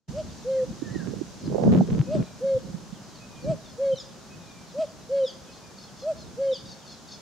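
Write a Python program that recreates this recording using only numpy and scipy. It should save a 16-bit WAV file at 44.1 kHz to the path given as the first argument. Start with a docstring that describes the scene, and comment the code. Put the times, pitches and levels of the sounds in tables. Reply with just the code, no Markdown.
"""Open scrub: leaves hiss, far birds twitter, and wind turbulence buffets the two microphone ports.
At 0.1 s a cuckoo calls from a stump: a short arched note, then a longer, lower one, both near sines
from the syrinx. A few fluty notes follow. At 1.5-2 s one hard gust rushes, crackles and rings the ports.
From 2 s the wind eases and the cuckoo calls four more times, echoing off the bushes, while small
birds whistle, chirp and cheep farther off."""
import sys
import numpy as np
from scipy import signal
from scipy.fft import rfft, irfft, next_fast_len
from scipy.io import wavfile
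from scipy.ndimage import uniform_filter1d

SR = 44100
rng = np.random.default_rng(int(sys.argv[2]) if len(sys.argv) > 2 else 0)


def transcribe(u):
    """Save the signal u as a 16-bit wav file named by the first command-line argument.

    u: samples, shape (n,) or (channels, n), limited to [-1, 1]; the rate is SR.
    q: integer samples, one column per channel.
    """
    v = np.clip(np.atleast_2d(u).T, -1, 1)
    q = np.round(v * 32767).astype(np.int16)
    wavfile.write(sys.argv[1], SR, q)


N = 317961
TIME = np.arange(N) / SR


def from_db(db):
    return 10 ** (np.asarray(db) / 20)


def unit_rms(x):
    return x / np.sqrt(np.mean(x ** 2) + 1e-20)


def phase_of(hz):
    return 2 * np.pi * np.cumsum(hz) / SR


def lowpass(x, order, cutoff_hz):
    return signal.sosfilt(signal.butter(order, cutoff_hz, fs=SR, output="sos"), x)


def panned(x, pan_db):
    """Constant-power pan; pan_db is left minus right."""
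    gains = np.array([from_db(pan_db / 2), from_db(-pan_db / 2)]).reshape(2, -1)
    return x * gains / np.sqrt(np.mean(gains ** 2, axis=0))


def drift(rate_hz):
    """Random wander below rate_hz, rms 1."""
    size = next_fast_len(N)
    rolloff = 1 + (np.fft.rfftfreq(size, 1 / SR) / rate_hz) ** 4
    return unit_rms(irfft(rfft(rng.standard_normal(size)) / rolloff, size)[:N])


def at_hz(points, hz):
    """Interpolate on a log-frequency axis."""
    freq_hz, value = np.transpose(points)
    return np.interp(np.log(np.maximum(hz, 1)), np.log(freq_hz), value)


def noise(spectrum, coherence):
    """Stereo noise, rms 1; left-right coherence is a number or a curve over frequency."""
    size = next_fast_len(N)
    hz = np.fft.rfftfreq(size, 1 / SR)
    mid, side = rfft(rng.standard_normal((2, size)))
    alike = coherence if np.isscalar(coherence) else at_hz(coherence, hz)
    stereo = np.sqrt(1 + alike) * mid + np.sqrt(1 - alike) * side * [[1], [-1]]
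    return unit_rms(irfft(stereo * from_db(at_hz(spectrum, hz)), size)[:, :N])


def steadied(x, window_s=0.11):
    """Hold the running rms at 1."""
    return x / np.sqrt(uniform_filter1d(x ** 2, int(window_s * SR), axis=1))


def during(start_s, length_s):
    """Sample indices of an event and its progress, 0 to 1."""
    at = np.arange(max(int(start_s * SR), 0), min(int((start_s + length_s) * SR), N))
    return at, np.clip((at / SR - start_s) / length_s, 0, 1)


def ramp(x):
    return np.sin(np.pi / 2 * np.clip(x, 0, 1))


def bell(progress, centre, width):
    return np.exp(-((progress - centre) / width) ** 2)


def surge(start_s, attack_s, hold_s, release_s, level_db):
    """Attack-hold-release gain."""
    end_s = start_s + attack_s + hold_s + release_s
    return from_db(level_db) * (ramp((TIME - start_s) / attack_s) * ramp((end_s - TIME) / release_s)) ** 2


def arch(progress, sag, scoop, scoop_curve, top_at, sag_curve):
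    """Pitch over top pitch: scoops up to 1, then sags."""
    before = np.maximum(1 - progress / top_at, 0)
    after = np.maximum((progress - top_at) / (1 - top_at), 0)
    return 1 - scoop * before ** scoop_curve - sag * after ** sag_curve


def pure_note(progress, hz, level_db):
    """Sine under a half-sine envelope."""
    return from_db(level_db) * np.sin(np.pi * progress) * np.sin(phase_of(hz))


# freq_hz, density_db
AIR_SPECTRUM = [(30, -31), (100, -21.5), (190, 4.5), (300, -3), (550, -2), (1000, -4.5), (1600, -9),
                (2100, -16), (3000, -17.5), (5000, -33), (9000, -21.5), (15500, -32.5)]
LEAF_SPECTRUM = [(2000, -8), (3200, -3.5), (4500, 0), (6300, 1.5), (7200, -2), (8500, -11.5), (11000, -24),
                 (15000, -35)]
# time_s, level_db
LEAF_LEVELS = [(0, -51.5), (1.2, -51.5), (2.4, -53.5), (4.6, -54.5), (7.2, -54)]
# freq_hz, coherence
AMBIENT_COHERENCE = [(40, .5), (130, 1), (640, 0.81), (3100, 0.51), (6500, 0.39), (9000, 0.01), (15000, .1)]


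def air_and_leaves(air_db):
    """Steady low air noise and the hiss of leaves in the breeze."""
    air = from_db(air_db) * noise(AIR_SPECTRUM, AMBIENT_COHERENCE)
    leaves_db = np.interp(TIME, *np.transpose(LEAF_LEVELS))
    return air + from_db(leaves_db) * noise(LEAF_SPECTRUM, AMBIENT_COHERENCE)


def scrub_scatter(x, t60_s, cutoff_hz):
    """Diffuse reflections from trees, different per channel, flattened so no pitch rings."""
    age_s = np.arange(SR) / SR
    decay = from_db(-60 * age_s / t60_s) * (1 - np.exp(-age_s / 0.0038))
    flat_spectrum = np.exp(1j * np.angle(rfft(rng.standard_normal((2, SR)) * decay)))
    tail = np.sqrt(decay) * irfft(flat_spectrum, SR)
    tail = lowpass(tail + tail.mean(axis=0), 1, cutoff_hz)
    return signal.fftconvolve(x[None], tail / np.sqrt(np.sum(tail ** 2) / 2), axes=1)[:, :N]


def far_chorus(level_db, count):
    """Many far birds: short falling slurs at random times and pitches."""
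    out = np.zeros(N)
    for when, span, height, slide, softness in rng.random((count, 5)):
        at, progress = during(when * (N / SR - 0.1), 0.067 * (1 + span))
        hz = 3900 * 1.5 ** height * (1 - 0.4 * slide * progress)
        out[at] += pure_note(progress, hz, level_db - 2.7 * softness)
    return out


# start_s, length_s, rumble_db, pan_db, thud_db
PORT_GUSTS = [(0.042, 0.31, -53, 10, -40), (0.598, 0.18, -41, -13, -42.5), (0.769, 0.53, -33, -12, -49.5),
              (1.39, 0.3, -29.5, -1.5, -52), (1.593, 0.28, -19, -0.5, -34), (1.844, .21, -24.5, -3, -39),
              (2.04, 0.13, -32.5, 6, -50), (2.134, .115, -23.5, 1, -37.5), (2.47, 0.42, -41, -5, -51),
              (3.413, 0.17, -31.5, -4, -43), (4.271, .2, -50, 8, -53), (6.075, 0.37, -46.5, -2, -52),
              (6.573, 0.18, -47, 1, -53)]


def airflow(light_rumble_db, light_thud_db, easing_db_per_s):
    """Gusts over easing light air. 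Returns the flow (rumble gain per port) and the thud gain."""
    easing_db = -easing_db_per_s * TIME
    rumble_power = from_db(light_rumble_db + easing_db) ** 2 * np.ones((2, 1))
    thud_power = from_db(light_thud_db + easing_db) ** 2
    for start_s, length_s, rumble_db, pan_db, thud_db in PORT_GUSTS:
        at, progress = during(start_s, length_s)
        hump = np.sin(np.pi * progress)
        rumble_power[:, at] += panned(from_db(rumble_db) * hump, pan_db) ** 2
        thud_power[at] += (from_db(thud_db) * hump) ** 2
    return np.sqrt(rumble_power), np.sqrt(thud_power)


# freq_hz, density_db
RUMBLE_SPECTRUM = [(30, -43), (90, -10), (125, -1.5), (185, 1.5), (235, -4), (290, -8.5), (350, -10.5),
                   (450, -13.5), (800, -31.5), (1500, -38), (4000, -75), (15000, -98.5)]
THUD_SPECTRUM = [(20, -25.5), (60, 2.5), (120, -2), (220, 1.5), (600, -64.5), (5000, -100)]


def turbulence(flow, thud_gain, uneven_db):
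    """Turbulence at the ports: rumble that grows with the flow, and soft deep thuds."""
    rumble = steadied(noise(RUMBLE_SPECTRUM, coherence=0.25)) * flow
    thuds = steadied(noise(THUD_SPECTRUM, coherence=0.72)) * thud_gain
    return rumble + thuds * from_db(uneven_db * drift(21))


# freq_hz, density_db
RUSH_SPECTRUM = [(250, -13), (420, 10.5), (650, 1.5), (900, -7), (1400, -36), (3500, -45), (6000, -63),
                 (15000, -65)]
PORT_RING_SPECTRUM = [(120, -47), (165, -13), (185, 3.5), (228, 2), (255, -10), (400, -47), (3000, -110)]


def hard_gust(lumpy_db):
    """A lumpy rush across the right port, then a hollow ring in both."""
    lumps = from_db(lumpy_db * np.tanh([drift(75), drift(108)]))
    rush = unit_rms(noise(RUSH_SPECTRUM, coherence=0.13) * lumps)
    rush *= surge(start_s=1.466, attack_s=0.12, hold_s=0.16, release_s=0.11, level_db=-26)
    ring = steadied(noise(PORT_RING_SPECTRUM, coherence=0.11))
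    ring *= surge(start_s=1.632, attack_s=0.021, hold_s=0.16, release_s=0.03, level_db=-17)
    return panned(rush, pan_db=-15) + ring


def stray_eddies(flow, count, above_flow_db=1.5, low_hz=120, high_hz=383, pan_spread_db=7.5):
    """Rows of random eddies; level and side follow the flow."""
    rows = []
    for when, height, side in rng.random((count, 3)):
        left_db, right_db = 20 * np.log10(flow[:, int(when * N)])
        peak_db = max(left_db, right_db) + above_flow_db
        pan_db = left_db - right_db + pan_spread_db * (2 * side - 1)
        rows.append((when * N / SR, peak_db, pan_db, low_hz * (high_hz / low_hz) ** height))
    return rows


# start_s, peak_db, pan_db, pitch_hz
STRONG_EDDIES = [(.091, -28.5, -11, 158), (.706, -27.5, 11, 172), (.825, -19.5, -26, 296),
                 (.96, -19.5, -27, 316), (1.084, -25.5, -24, 283), (1.139, -23, -25, 452),
                 (1.216, -18.5, -33, 320), (1.479, -21, -9, 283), (1.585, -16.5, -23, 535),
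                 (1.68, -12.5, -19, 558), (1.751, -13.5, 7, 300), (1.812, -16.5, -26, 684),
                 (1.89, -24, 6, 426), (1.929, -16.5, 12, 146), (1.998, -10.5, 4.5, 145),
                 (2.153, -19, -19, 350), (2.198, -17, 1, 150), (2.44, -30, -20, 200), (2.547, -28, 8, 116),
                 (2.745, -23.5, -23, 184), (2.928, -28.5, -27, 187), (3.494, -21, 4, 142.5),
                 (3.933, -29.5, -32, 160.5), (4.789, -29.5, 18, 252)]


def eddies(flow, cycles):
    """Each eddy shakes the air in a port for a few cycles."""
    out = np.zeros((2, N))
    for start_s, peak_db, pan_db, pitch_hz in STRONG_EDDIES + stray_eddies(flow, count=70):
        at, progress = during(start_s - 0.004, cycles / pitch_hz)
        envelope = from_db(peak_db) * np.sin(np.pi * progress ** 0.64) ** 2
        out[:, at] += panned(envelope * np.sin(2 * np.pi * (cycles * progress + rng.random())), pan_db)
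    return out


# start_s, impulse_db, pan_db
SHARP_TICKS = [(1.7259, -34, 13), (1.736, -32.5, -13), (1.7469, -32.5, -14), (1.9918, -37, -2),
               (2.0127, -34.5, -3), (2.1518, -38.5, -9), (2.226, -39, 10)]


def port_ticks(flow, peak_rate_per_s, crackle_db, makeup_db):
    """Pressure steps at the ports: dull clicks, a few timed, the rest random and following the flow."""
    strength = flow / flow.max()
    fires = rng.random((2, N)) < peak_rate_per_s / 2 * strength / SR
    impulses = fires * np.sqrt(strength) * from_db(crackle_db) * rng.choice([-1, 1], N) + 1e-18
    signs = rng.choice([-1, 1], len(SHARP_TICKS))
    for (start_s, impulse_db, pan_db), sign in zip(SHARP_TICKS, signs):
        impulses[:, int((start_s + 0.001) * SR)] += panned(sign * from_db(impulse_db), pan_db)[:, 0]
    dulled = lowpass(impulses, order=1, cutoff_hz=905)
    return from_db(makeup_db) * lowpass(dulled, order=6, cutoff_hz=4140)


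def gust_snaps(rate_per_s):
    """Fine bright crackle at the peak of the hard gust."""
    snaps = (rng.random((2, N)) < rate_per_s / SR) * rng.standard_normal((2, N))
    return snaps * surge(start_s=1.71, attack_s=0.025, hold_s=0.035, release_s=0.04, level_db=-47)


def chirp_syllables(rows, end_ratio, jitter, brighten_db, rough_db=4):
    """Falling harmonic stacks; the throat passes 3-7 kHz and each partial flutters on its own."""
    # freq_hz, gain_db
    throat = [(1800, -23.5), (2700, -10), (3400, -0.5), (4100, 2.5), (4900, 2), (5700, -11.5),
              (6700, -14), (7800, -45), (10000, -69)]
    out, waver = np.zeros(N), 1 + jitter * drift(420)
    flutters = {k: from_db(rough_db * drift(99)) for k in range(2, 9)}
    for start_s, length_s, from_hz, level_db, tilt_db_per_octave in rows:
        at, progress = during(start_s, length_s)
        hz = from_hz * end_ratio ** progress * waver[at]
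        tilt = tilt_db_per_octave + brighten_db * (progress - 0.5)
        for k, flutter in flutters.items():
            octaves = np.clip(np.log2(k * hz / 4500), -0.5, 0.5)
            partial_db = level_db + at_hz(throat, k * hz) + tilt * octaves
            out[at] += flutter[at] * pure_note(progress, k * hz, partial_db)
    return out


# start_s, gap_s, pitch_hz, level_db
FAR_CHEEPS = [(1.385, 0.039, 910, -59), (3.64, 0.042, 950, -60), (5.495, 0.036, 924, -57.5),
              (5.76, 0.037, 964, -55.5), (5.96, 0.031, 926, -55.5), (6.15, .028, 940, -54.5),
              (6.646, .038, 1002, -49.5), (6.85, 0.042, 944, -51), (7.066, 0.036, 963, -49)]


def cheeps(length_s, tilt_db_per_octave):
    """A farther bird: pairs of low, bright syllables, the first softer."""
    first = [(s, length_s, hz, db - 3, tilt_db_per_octave) for s, _, hz, db in FAR_CHEEPS]
    second = [(s + gap_s, length_s, hz, db, tilt_db_per_octave) for s, gap_s, hz, db in FAR_CHEEPS]
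    return chirp_syllables(first + second, end_ratio=0.84, jitter=0.009, brighten_db=-1)


# start_s, length_s, from_hz, level_db, tilt_db_per_octave
SHARP_CHIRPS = [(3.126, .08, 1710, -56, 5), (3.402, 0.075, 1690, -59, 7), (3.953, 0.077, 2143, -38.5, 17),
                (4.648, 0.11, 1600, -60.5, 11), (5.233, .088, 2000, -40, 3),
                (6.509, 0.078, 1976, -38.5, -1.5)]


def chirps():
    """A small bird's sharp chirps, brightening as they fall."""
    return chirp_syllables(SHARP_CHIRPS, end_ratio=0.71, jitter=0.02, brighten_db=11)


# start_s, level_db
WHISTLER_CALLS = [(2.051, -58), (3.189, -52.5), (4.288, -53), (5.459, -58)]
# start_s, length_s, top_hz, sag_fraction, level_db
FLUTY_NOTES = [(0.564, 0.052, 2026, .2, -53.5), (.82, 0.093, 1840, .1, -46.5), (0.877, .19, 1955, .34, -49)]


def whistles(jitter, flicker_db):
    """Pure notes of distant birds, wavering on their way through the air."""
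    out, waver = np.zeros(N), 1 + jitter * drift(80)

    def glide(start_s, level_db, length_s, from_hz, to_hz):
        at, progress = during(start_s, length_s)
        out[at] += pure_note(progress, from_hz * (to_hz / from_hz) ** progress * waver[at], level_db)

    for start_s, level_db in WHISTLER_CALLS:  # pip, then slur
        glide(start_s, level_db, length_s=0.075, from_hz=2530, to_hz=2530)
        glide(start_s + 0.078, level_db - 5.5, length_s=0.29, from_hz=2510, to_hz=2309.2)
    for start_s, _, _, level_db, _ in SHARP_CHIRPS:  # lead-in to each chirp
        glide(start_s - 0.042, level_db - 9, length_s=0.057, from_hz=3220, to_hz=2970)
    for start_s, length_s, top_hz, sag, level_db in FLUTY_NOTES:
        at, progress = during(start_s, length_s)
        hz = top_hz * arch(progress, sag, scoop=0.118, scoop_curve=2, top_at=0.24, sag_curve=1.35)
        out[at] += pure_note(progress, hz * waver[at], level_db)
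    return out * from_db(flicker_db * drift(28))


# delay_s, gain_db, pan_db
BUSH_ECHOES = [(.021, -39, -13), (.047, -50, 11.5), (.083, -29, 0)]


def bush_echoes(x):
    """Distinct reflections from nearby bushes."""
    return sum(panned(from_db(gain_db) * np.interp(TIME - delay_s, TIME, x, left=0), pan_db)
               for delay_s, gain_db, pan_db in BUSH_ECHOES)


def note_gain(progress, attack, attack_curve, release, release_curve, dip_at, dip_width, dip_db):
    """A note swells, dips briefly and is shut off; times are fractions of its length."""
    gate = ramp(progress / attack) ** attack_curve * ramp((1 - progress) / release) ** release_curve
    crescendo_db = 2.5 * (progress - 0.5)
    return gate * from_db(crescendo_db - dip_db * bell(progress, dip_at, dip_width))


# freq_hz, density_db
THROAT_RASP_SPECTRUM = [(1200, -10.5), (2400, -2), (3200, 5), (4000, -10.5), (4700, 7.5), (5600, -8.5),
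                        (7000, -13), (9000, -18), (14000, -41)]


def syrinx(notes, overtones, pitch_shape, gain_shape, strain_at, jitter, whistle_db, whistle_hz=7900):
    """A near sine; mid-note strain adds faint overtones, a thin whistle and a pulsed rasp."""
    out, waver, shimmer = np.zeros(N), 1 + jitter * drift(70), from_db(0.077 * drift(34))
    rasp = noise(THROAT_RASP_SPECTRUM, coherence=0.9)[0]
    whistle = from_db(whistle_db) * drift(120) * np.sin(2 * np.pi * whistle_hz * TIME)
    for start_s, length_s, top_hz, sag, level_db, rasp_db in notes:
        at, progress = during(start_s, length_s)
        strain = bell(progress, strain_at, width=0.22)
        phase = phase_of(top_hz * arch(progress, sag, **pitch_shape) * waver[at])
        tone = note_gain(progress, **gain_shape) * shimmer[at] * np.sin(phase)
        edge = sum(from_db(db) * np.sin(k * phase) for k, db in overtones) + whistle[at]
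        out[at] += from_db(level_db) * (tone + strain * edge)
        out[at] += from_db(rasp_db) * strain * rasp[at] * (1 + np.sin(phase))
    return out


# start_s, length_s, top_hz, sag_fraction, level_db, rasp_db
CU_NOTES = [(.123, 0.11, 629, 0.099, -26.5, -55), (2.062, 0.13, 640, 0.18, -22.5, -53),
            (3.427, 0.13, 655.5, 0.25, -22, -58), (4.735, .13, 657.5, 0.23, -21, -50.5),
            (6.014, 0.13, 656, 0.24, -21.5, -71)]
COO_NOTES = [(.437, 0.22, 532.3, 0.053, -21, -76), (2.401, 0.19, 546, 0.064, -19.5, -67),
             (3.774, .18, 553, 0.072, -19.5, -68), (5.086, 0.1818, 555.3, 0.09, -19, -58),
             (6.367, 0.18, 550, 0.072, -20.5, -60)]
# harmonic_number, relative_db
CU_HARMONICS = [(2, -31.5), (4, -39), (5, -42.5), (6, -47.5), (7, -38.5), (8, -50)]
COO_HARMONICS = [(3, -38), (4, -38), (5, -52.5), (6, -41), (7, -41), (8, -39.5)]


def cuckoo():
    """Five calls: a short arched "cu", then a longer, lower "coo"."""
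    cu = syrinx(CU_NOTES, CU_HARMONICS, strain_at=0.63, jitter=0.0065, whistle_db=-38.5,
                pitch_shape=dict(scoop=0.29, scoop_curve=1.45, top_at=0.64, sag_curve=1.25),
                gain_shape=dict(attack=0.65, attack_curve=1.35, release=0.3, release_curve=2.6,
                                dip_at=0.3, dip_width=0.092, dip_db=3))
    coo = syrinx(COO_NOTES, COO_HARMONICS, strain_at=0.49, jitter=0.002, whistle_db=-60,
                 pitch_shape=dict(scoop=0.22, scoop_curve=2.3, top_at=0.31, sag_curve=1.8),
                 gain_shape=dict(attack=0.33, attack_curve=1.42, release=0.11, release_curve=2.9,
                                 dip_at=0.44, dip_width=0.086, dip_db=1))
    return cu + coo


def scene():
    """Cuckoo near, small birds far, leaves all round, wind on the microphone."""
    calls = cuckoo()
    near = panned(calls, pan_db=-0.13) + bush_echoes(calls)
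    near += from_db(-35.5) * scrub_scatter(calls, t60_s=1.9, cutoff_hz=1800)
    song = chirps() + cheeps(length_s=0.064, tilt_db_per_octave=15.5)
    song += whistles(jitter=0.0035, flicker_db=3)
    far = panned(song, pan_db=1.5) + from_db(-8.5) * scrub_scatter(song, t60_s=0.51, cutoff_hz=7040)
    far += scrub_scatter(far_chorus(level_db=-61.5, count=60), t60_s=0.17, cutoff_hz=7000)
    background = air_and_leaves(air_db=-51.5)
    flow, thud_gain = airflow(light_rumble_db=-45, light_thud_db=-52.5, easing_db_per_s=1.16)
    wind = turbulence(flow, thud_gain, uneven_db=3) + hard_gust(lumpy_db=13.5)
    wind += eddies(flow, cycles=4.35)
    wind += port_ticks(flow, peak_rate_per_s=36, crackle_db=-32.5, makeup_db=32.5)
    wind += gust_snaps(rate_per_s=1100)
    return background + wind + far + near


def record(dry):
    """The microphone opens after a moment; a steep low-pass cuts the top."""
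    open_s, fade_s, cutoff_hz = 0.078, 0.012, 15700
    opened = np.clip((TIME - open_s) / fade_s, 0.01, 1)
    return signal.sosfilt(signal.ellip(14, 0.1, 90, cutoff_hz, fs=SR, output="sos"), dry * opened)


dry = scene()
out = record(dry)
transcribe(out)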